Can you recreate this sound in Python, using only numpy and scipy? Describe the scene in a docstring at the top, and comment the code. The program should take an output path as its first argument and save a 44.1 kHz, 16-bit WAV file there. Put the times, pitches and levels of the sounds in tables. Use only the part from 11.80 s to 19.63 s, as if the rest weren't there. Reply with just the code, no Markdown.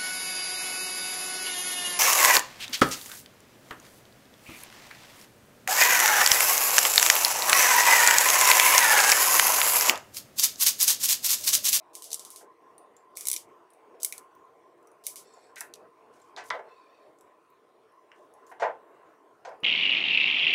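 """Cable tie pulled through its head

Fingers pull a plastic cable tie: the pawl lands and rebounds on the teeth in short runs, a burst each.
Small metal contacts tick as narrow modes; grainy hiss leads into some loud blows; the strap slips as
the same hiss and rubs on skin through its resonances; a cable end knocks on the hollow bench, driving
damped modes and a dense board. A fan hums as fuzzy tones in ventilation noise, over a faint steady
electrical whine. The small hard room answers with flutter echoes and a short tail."""
import sys
import numpy as np
from scipy import signal
from scipy.io import wavfile
from scipy.ndimage import uniform_filter1d

SR = 44100
rng = np.random.default_rng(int(sys.argv[2]) if len(sys.argv) > 2 else 0)


def natural_amplitude(level_db):
    """Convert a level in decibels to a linear amplitude factor, elementwise."""
    exponent = np.asarray(level_db, float) / 20
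    return 10 ** exponent


def master_out(mix):
    """Clip the mix to full scale and print it as 16-bit PCM to the path in sys.argv[1]."""
    frames = np.transpose(np.atleast_2d(mix))
    ceiling = np.clip(frames, -1, 1)
    pcm = np.round(ceiling * 32767).astype(np.int16)
    wavfile.write(sys.argv[1], SR, pcm)


N = 345303  # samples

# Broad colour of plastic snaps, hisses and clicks: (frequency [Hz], relative level [dB])
PLASTIC_COLOUR = [(700, -65.5), (1700, -40.5), (2300, -27), (2900, -6.5), (4200, -2.5), (5800, 3),
                  (7800, 4), (10000, 7), (13000, 0), (15500, -2.5), (17000, -54.5)]
SLIDE_FADE_DB = -6.5  # reached at the end of a slip or stroke


def evened(x):
    """Scales to unit rms."""
    return x / np.sqrt(np.mean(x ** 2) + 1e-20)


def peaked(x, db):
    """Scales to a peak level."""
    return natural_amplitude(db) * x / abs(x).max()


def read(points, hz):
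    """Interpolates a table over log frequency."""
    f, value = np.transpose(points)
    return np.interp(np.log(hz + 1), np.log(f + 1), value)


def add(mix, s, sound):
    """Adds a sound at s seconds, cut at the end of the mix."""
    part = mix[round(s * SR):][:len(sound)]
    part += sound[:len(part)]


def ring(hz, t60_s, size):
    """A damped sine."""
    t = np.arange(size) / SR
    return natural_amplitude(-60 * t / t60_s) * np.sin(2 * np.pi * hz * t)


def resonate(x, hz, width_hz):
    """Resonance on a fixed or moving frequency: shifts it to zero, smooths twice, shifts back."""
    turn = np.exp(2j * np.pi * np.cumsum(hz * np.ones(len(x))) / SR)
    r = np.exp(-np.pi * width_hz / SR)
    smooth = signal.lfilter([(1 - r) ** 2], [1, -2 * r, r * r], x / turn)
    return 2 * (turn * smooth).real


def causal(points, size=1024):
    """Minimum-phase impulse response with the given spectrum."""
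    log_gain = np.log(natural_amplitude(read(points, abs(np.fft.fftfreq(size, 1 / SR)))))
    return np.fft.ifft(np.exp(np.conj(signal.hilbert(log_gain)))).real[:size // 2]


def wander(count, size):
    """Slow random curve of unit rms: noise averaged twice over size steps."""
    return evened(uniform_filter1d(uniform_filter1d(rng.standard_normal(count), size), size))


def air():
    """Ventilation noise in drifting spectral patches, with fan tones of narrow-band noise."""
    # Noise spectrum: (frequency [Hz], relative density [dB])
    air_colour = [(15, -72.5), (25, -46.5), (131, -15.5), (214, -15), (457, 3.5), (510, -9.5), (600, -1),
                  (831, -7.5), (1060, -5.5), (1640, -16.5), (1830, -15.5), (4600, -34), (5270, -33),
                  (15600, -41.5), (16800, -64.5)]
    # Ventilation swells and sinks: (time [s], level [dB])
    air_level = [(0.0, -59.5), (4.45, -60), (4.64, -56.5), (5.84, -64.5), (7.0, -57), (7.5, -62),
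                 (7.83, -56.5)]
    # Share of swell and gusts per frequency, treble steady: (frequency [Hz], share)
    restless = [(1200, 1), (3500, .3)]
    # Fan tones: (frequency [Hz], width [Hz], mean level [dB])
    fan = [(341, 68, -73.5), (460, 66, -71.5), (650, 91, -78.5), (1041.3, 83, -65)]
    gust_db, patch_db = 1.5, 2.9  # rms
    hop = 256
    frames, hz = N // hop + 5, np.fft.rfftfreq(1024, 1 / SR)
    a, b, patches = rng.standard_normal((frames, 513, 3)).T
    patches = evened(uniform_filter1d(uniform_filter1d(patches, 10, 0), 16, 1))
    s, db = np.transpose(air_level)
    mean_db = db.mean()
    swell_db = np.interp(np.arange(frames) * hop / SR, s, db - mean_db)
    motion_db = gust_db * wander(frames, 12) + swell_db
    field_db = read(air_colour, hz)[:, None] + read(restless, hz)[:, None] * motion_db
    field_db = field_db + patch_db * patches
    wash = signal.istft((a + 1j * b) * natural_amplitude(field_db), nperseg=1024, noverlap=768)[1][:N]
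    tones = np.zeros(N)
    for tone_hz, width_hz, tone_db in fan:
        unsteady = natural_amplitude(tone_db + 4.0 * wander(N, 2500))
        tones += unsteady * evened(resonate(rng.standard_normal(N), tone_hz, width_hz))
    tone_swell_db = np.interp(np.arange(N) / SR, s, db - mean_db)
    return natural_amplitude(mean_db) * evened(wash) + natural_amplitude(tone_swell_db) * tones


def whine():
    """Steady electrical tones: plain sines."""
    # (frequency [Hz], rms level [dB])
    whine_tones = [(1771, -91.5), (8651, -95.5), (8753, -94.5), (9749, -102)]
    t = np.arange(N) / SR
    return sum(np.sqrt(2) * natural_amplitude(db) * np.sin(2 * np.pi * hz * t) for hz, db in whine_tones)


def grainy_noise(length_s):
    """Time axis and white noise under a quickly varying random gain."""
    t = np.arange(0, length_s, 1 / SR)
    noise = rng.standard_normal(len(t))
    grain_db = 2.8 * evened(uniform_filter1d(rng.standard_normal(len(t)), 150))
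    return t, noise * natural_amplitude(grain_db)


def hisses():
    """Grainy hiss in plastic colour: faint leads swell into a loud snap or knock, strap slips weaken."""
    # Hiss leading into a loud snap or knock: (start [s], length [s], level before the swell [dB])
    leads = [(0.133, .017, -60), (1.354, 0.014, -57.5), (2.2, .026, -54), (3.238, 0.029, -53.5),
             (4.638, .055, -61), (6.663, 0.064, -70.5)]
    # Strap sliding through the fingers: (start [s], length [s], starting level [dB], brightness [dB])
    slips = [(4.322, 0.19, -76, -10.5), (6.348, .12, -82, -11)]
    swell_db, swell_s, lead_bright_db = 15.5, 0.003, -4.5
    out, edge = np.zeros(N), causal(PLASTIC_COLOUR)
    split = signal.butter(2, 7000, fs=SR)
    rows = [(*row, lead_bright_db, True) for row in leads] + [(*row, False) for row in slips]
    for s, length_s, db, bright_db, is_lead in rows:
        t, grain = grainy_noise(length_s)
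        if is_lead:
            shape_db = swell_db * np.exp((t - length_s) / swell_s)
        else:
            shape_db = SLIDE_FADE_DB * t / length_s
        hiss = evened(np.convolve(grain, edge)[:len(grain)])
        dull = signal.lfilter(*split, hiss)
        tilted = dull / natural_amplitude(bright_db) + hiss - dull
        add(out, s, natural_amplitude(db + shape_db) * signal.windows.tukey(len(t), 0.1) * tilted)
    return out


def room(near, x):
    """Flutter echoes of near; x feeds two sparse random tails that die by band, faster late."""
    # Flutter between bench and ceiling: (delay [ms], level [dB])
    flutter = [(4.2, -9), (8.7, -19.5), (12.9, -15.5), (17.2, -21)]
    # Decay before the late drop: (frequency [Hz], T60 [s])
    decay = [(300, 0.27), (1000, 0.52), (3000, 0.35), (8000, 0.35), (16000, 0.34)]
    tail_db, turn_hz = -5.5, 11
    at, out = np.arange(250, SR // 2 - 12, 12), np.zeros(N)
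    for ms, db in flutter:
        add(out, ms / 1000, natural_amplitude(db) * near)
    for k in range(2):
        taps = np.zeros(SR // 2)
        taps[at + rng.integers(0, 12, len(at))] = rng.choice([-1., 1.], len(at))
        hz, t, z = signal.stft(taps, SR, nperseg=128)
        fall_db = -60 * t / read(decay, hz)[:, None] - (t / 0.05) ** 4
        tail = signal.istft(z * natural_amplitude(fall_db), SR, nperseg=128)[1]
        turn = np.sin(2 * np.pi * turn_hz * np.arange(N) / SR + k * np.pi / 2)  # tails take turns
        out += natural_amplitude(tail_db) * signal.fftconvolve(x * turn, tail / np.linalg.norm(tail))[:N]
    return out


def snaps():
    """Pawl landing, rebounds and rattle, coloured by pawl and head; returns direct and room send."""
    # (time [s], peak [dB], pawl ring [Hz], head body [dB], room send peak [dB])
    snap_rows = [(0.1523, -23, 8900, -34, -13.5), (0.2223, -25.5, 8900, -33.5, -15),
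                 (0.242, -25.5, 7900, -41, -14.5), (0.305, -28.5, 7600, -42, -16),
                 (0.3168, -23, 7460, -40.5, -15), (0.3305, -12.5, 8650, -51, -13.5),
                 (0.3436, -13, 9100, -38, -16), (0.3952, -24, 8000, -35, -16.5),
                 (0.4499, -28.5, 8000, -36, -18.5), (0.504, -28.5, 9500, -42, -16.5),
                 (0.5607, -28.5, 8560, -30, -16.5), (1.3710, -20.5, 10500, -21.5, -11.5),
                 (1.4091, -20.5, 9000, -24, -13.5), (1.4544, -21, 10540, -27, -11),
                 (1.471, -10.5, 9700, -37, -22.5), (1.485, -9, 10500, -38, -18),
                 (1.5009, -12.5, 9500, -34, -18), (1.5150, -9.5, 10000, -33, -10.5),
                 (1.5306, -12, 10170, -27, -10), (1.5392, -14.5, 9800, -20.5, -17),
                 (1.5636, -14, 7800, -24.5, -15), (2.232, -12, 10600, -46.5, -16.5),
                 (2.2475, -9, 11240, -32.5, -10.5), (2.3243, -21.5, 10400, -14.5, -17.5),
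                 (2.3799, -26.5, 9880, -33.5, -32.5), (3.267, -13, 10200, -27, -9),
                 (3.3579, -27.5, 8600, -28, -13), (3.7590, -33, 7900, -44, -30),
                 (3.7743, -38, 8700, -34, -17), (3.8076, -18.5, 10000, -29, -22),
                 (3.9384, -28.5, 6450, -36.5, -35), (3.9564, -40, 6500, -27, -51.5)]
    # Pawl landing and rebounds, before random spread: (delay [ms], signed strength)
    rebounds = [(0, 1), (.5, .75), (1.2, -.45), (1.6, .3), (2.1, -.22)]
    firm_hz, bright_db_per_octave = 10200, 12.5  # higher pawl ring, brighter snap
    direct, send = np.zeros(N), np.zeros(N)
    hz, colour_db = np.transpose(PLASTIC_COLOUR)
    thin = signal.butter(6, 2000, "high", fs=SR)  # a part this small radiates no bass
    for s, db, pawl_hz, head_db, send_db in snap_rows:
        rattle_db = -60 * np.arange(600) / SR / 0.015
        drive = 0.12 * rng.standard_normal(600) * natural_amplitude(rattle_db)
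        for ms, strength in rebounds:
            delay = round(ms * rng.uniform(0.93, 1.07) * SR / 1000)
            drive[delay] += strength * rng.uniform(0.8, 0.88)
        tilt_db = bright_db_per_octave * np.log2(pawl_hz / firm_hz)
        edge = causal(np.transpose([hz, colour_db + tilt_db * np.log2(hz / 8000)]))
        pawl = 0.19 * ring(pawl_hz, t60_s=0.001, size=512)
        head = natural_amplitude(head_db) * ring(2280, t60_s=0.01, size=512)
        body = peaked(edge, 0) + pawl + head
        add(direct, s, peaked(signal.lfilter(*thin, np.convolve(drive, body)), db))
        add(send, s, peaked(signal.lfilter(*thin, body), send_db))  # rebounds blur in the diffuse field
    return direct, send


def knocks():
    """Rough contacts drive bench modes and board, hard ones the high modes; returns body and edge."""
    # (time [s], body level [dB], edge re body [dB], hardness [dB/octave], contact [s])
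    knock_rows = [(0.605, -46, -38, -2, 0.021), (2.147, -45, -23.5, -16, 0.0036),
                  (3.564, -45.5, -32, -7, 0.0061), (3.762, -35.5, -8, 26, 0.01),
                  (3.811, -31, -14, 15, 0.0013), (4.564, -45, 13, 12, 0.0007),
                  (4.57, -30.5, -11, 6.5, 0.019), (4.703, -24.5, 2.5, 21, 0.00031),
                  (4.706, -15, -29, 10, 0.00079), (4.735, -28.5, -31.5, -6, 0.019),
                  (4.79, -34, -29, -1.5, 0.0063), (4.858, -43.5, -40, -8, 0.0024),
                  (6.317, -39, -15, 32, 0.00049), (6.714, -37.5, -35, 3.5, 0.0086),
                  (6.797, -29, -14.5, -1, 0.021), (6.818, -15.5, -27, -1.5, 0.015),
                  (6.84, -19, -49, -4, 0.015), (6.884, -29, -49, -5, 0.008), (7.649, -32.5, -12, 1, 0.0069),
                  (7.668, -30.5, -24, -5.5, 0.014), (7.712, -38.5, -30.5, -3, 0.011)]
    # Bench modes: (frequency [Hz], relative level [dB], T60 [s])
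    bench_modes = [(492.4, -11.5, 0.11), (621.4, -2, 0.1), (660.2, 1.5, .15), (824, -7, .08),
                   (875, 4, 0.14), (964, 10, 0.043), (1398, 6, 0.028), (1544, 2.5, 0.078),
                   (1665, -18, 0.075), (2000, -1, 0.031), (2170, -10.5, .03), (2604, -16, 0.025)]
    # Broad colour of the bench top: (frequency [Hz], relative level [dB])
    board_colour = [(150, -65.5), (330, -13.5), (500, 3), (800, 3.5), (1200, -7.5), (1800, -6.5),
                    (2700, -20.5), (4000, -39.5), (8000, -111)]
    hard_top_hz, thud_hz, thud_db = 2300, 162, -39  # each blow also shoves the whole bench
    out, edges, t = np.zeros(N), np.zeros(N), np.arange(9000) / SR
    board_hz, board_db = np.transpose(board_colour)
    high = signal.butter(3, [1900, 6500], "band", fs=SR)
    thin = signal.butter(4, 380, "high", fs=SR)
    thud = ring(thud_hz, t60_s=0.059, size=len(t)) * (1 - np.exp(-t / 0.0029))
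    board_octaves = np.log2(np.minimum(board_hz, hard_top_hz) / 700)
    for s, db, edge_db, hard_db, contact_s in knock_rows:
        u = t / contact_s
        drive = rng.standard_normal(len(t)) * np.sqrt(u) * np.exp(-u)
        modes = np.zeros(len(t))
        for hz, mode_db, t60_s in bench_modes:
            lift_db = hard_db * np.log2(min(hz, hard_top_hz) / 700)
            modes += natural_amplitude(mode_db + lift_db) * ring(hz, t60_s, size=len(t))
        board = causal(np.transpose([board_hz, board_db + hard_db * board_octaves]), size=2048)
        dense = evened(signal.fftconvolve(drive, board)[:len(t)])
        struck = evened(modes * (1 - np.exp(-u))) + 1.37 * dense
        add(out, s, peaked(signal.lfilter(*thin, struck), db) + peaked(thud, db + thud_db))
        add(edges, s, peaked(signal.lfilter(*high, drive), db + edge_db))
    return out, edges


def linger(x):
    """Far corners hold a knock a little longer: a faint, smooth tail of decaying noise."""
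    t60_s, level_db = 0.56, -31
    t = np.arange(SR) / SR
    tail = rng.standard_normal(SR) * natural_amplitude(-60 * t / t60_s) * np.minimum(t / 0.046, 1)
    return natural_amplitude(level_db) * signal.fftconvolve(x, tail / np.linalg.norm(tail))[:N]


def ticks():
    """Narrow modes set off by a tiny scrape, over a short broad click; faint strays at random."""
    # (time [s], peak [dB], ring [Hz], click re ring [dB])
    tick_rows = [(0.9801, -41.5, 9260, -24), (1.1660, -47, 7300, -1), (1.9038, -50, 9180, 6.5),
                 (1.935, -53, 9230, 0.5), (2.551, -56.5, 14960, 5), (3.028, -62, 7600, 4),
                 (3.0723, -49, 5850, 7.5), (3.1166, -54.5, 9570, -1.5), (3.5369, -52, 7420, -22),
                 (4.401, -57, 4140, -1), (4.416, -54, 7430, -16), (4.6583, -46.5, 7650, -5),
                 (4.752, -48, 4000, -5), (5.387, -54.5, 7360, 0), (5.4101, -47, 7900, 4),
                 (5.7019, -58, 14200, -1), (6.1215, -65.5, 10200, 3), (6.5386, -48, 10270, 10.5),
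                 (6.667, -52, 7000, -14), (7.692, -52, 4990, 3), (7.8031, -59, 10250, 0.5)]
    # (multiple of the ring, relative level [dB])
    tick_modes = [(.49, -10.5), (.68, -11.5), (0.999, 14), (1.21, -11), (1.34, -15)]
    faint_per_s, faint_db = 1.3, -70
    mode_t60_s, scrape_s, click_t60_s = 0.008, 0.003, 0.0046
    out, edge, t = np.zeros(N), causal(PLASTIC_COLOUR), np.arange(4000) / SR
    gap, size, pitch = rng.random((30, 3)).T
    at = np.cumsum(-np.log(gap)) / faint_per_s
    faint = np.transpose([at, faint_db + 6 * (size - 0.5), 7000 + 3500 * pitch, 0 * at])
    faint = faint[at < N / SR]
    for s, db, hz, click_db in [*tick_rows, *faint]:
        burst = rng.standard_normal(len(t)) * natural_amplitude(-60 * t / click_t60_s)
        click = np.convolve(burst, edge)[:len(t)]
        scrape = rng.standard_normal(400) * np.exp(-t[:400] / scrape_s)
        modes = sum(natural_amplitude(mode_db) * ring(hz * k, mode_t60_s, size=len(t)) for k, mode_db in tick_modes)
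        scraped = signal.fftconvolve(modes, scrape)[:len(t)]
        add(out, s, peaked(peaked(scraped, 0) + peaked(click, click_db), db))
    return out


def strokes():
    """Skin strokes the strap slowly: friction through resonances that wander under the finger."""
    # (start [s], length [s], starting level [dB], brightness [dB/octave])
    stroke_rows = [(3.41, 0.33, -66.5, 8.5), (4.821, 0.51, -69.5, -7)]
    # Strap under the skin: (frequency [Hz], width before narrowing [Hz], relative level [dB])
    strap_modes = [(2540, 210, 1), (3650, 240, -1), (4320, 470, 2.5), (5370, 710, -1), (6900, 570, -16),
                   (7580, 1200, -4), (10500, 790, -18)]
    waver, narrowing = 0.03, 0.89  # rms share of the frequency; share of the width
    out = np.zeros(N)
    for s, length_s, db, bright_db in stroke_rows:
        t, grain = grainy_noise(length_s)
        strap = np.zeros(len(t))
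        for hz, width_hz, mode_db in strap_modes:
            drift = evened(uniform_filter1d(rng.standard_normal(len(t)), 2500))
            mode = evened(resonate(grain, hz * (1 + waver * drift), narrowing * width_hz))
            strap += natural_amplitude(mode_db + bright_db * np.log2(hz / 4400)) * mode
        shape = natural_amplitude(db + SLIDE_FADE_DB * t / length_s) * signal.windows.tukey(len(t), 0.35)
        add(out, s, shape * evened(strap))
    return out


def scene():
    """Sums the near sounds, the room's answer, the air and the whine."""
    direct, send = snaps()
    small = ticks() + hisses() + strokes()
    bench, edges = knocks()
    near = direct + small + natural_amplitude(-0.5) * bench + edges
    room_feed = send + natural_amplitude(-3.0) * small + natural_amplitude(1) * bench + natural_amplitude(-8) * edges
    wet = room(near, room_feed) + linger(bench)
    return (near + wet + air() + whine())[None]


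def roll_off(x):
    """The treble ends steeply here."""
    return signal.sosfilt(signal.butter(12, 17150, fs=SR, output="sos"), x)


def record(dry):
    """The microphone thins the bass and ends near 16 kHz."""
    thin = signal.lfilter(*signal.butter(1, 60, "high", fs=SR), dry)
    lowpass = signal.firwin(255, 16200, window=("kaiser", 9), fs=SR)
    mix = signal.oaconvolve(thin, lowpass[None], "same")
    return roll_off(mix)


dry = scene()
out = record(dry)
master_out(out)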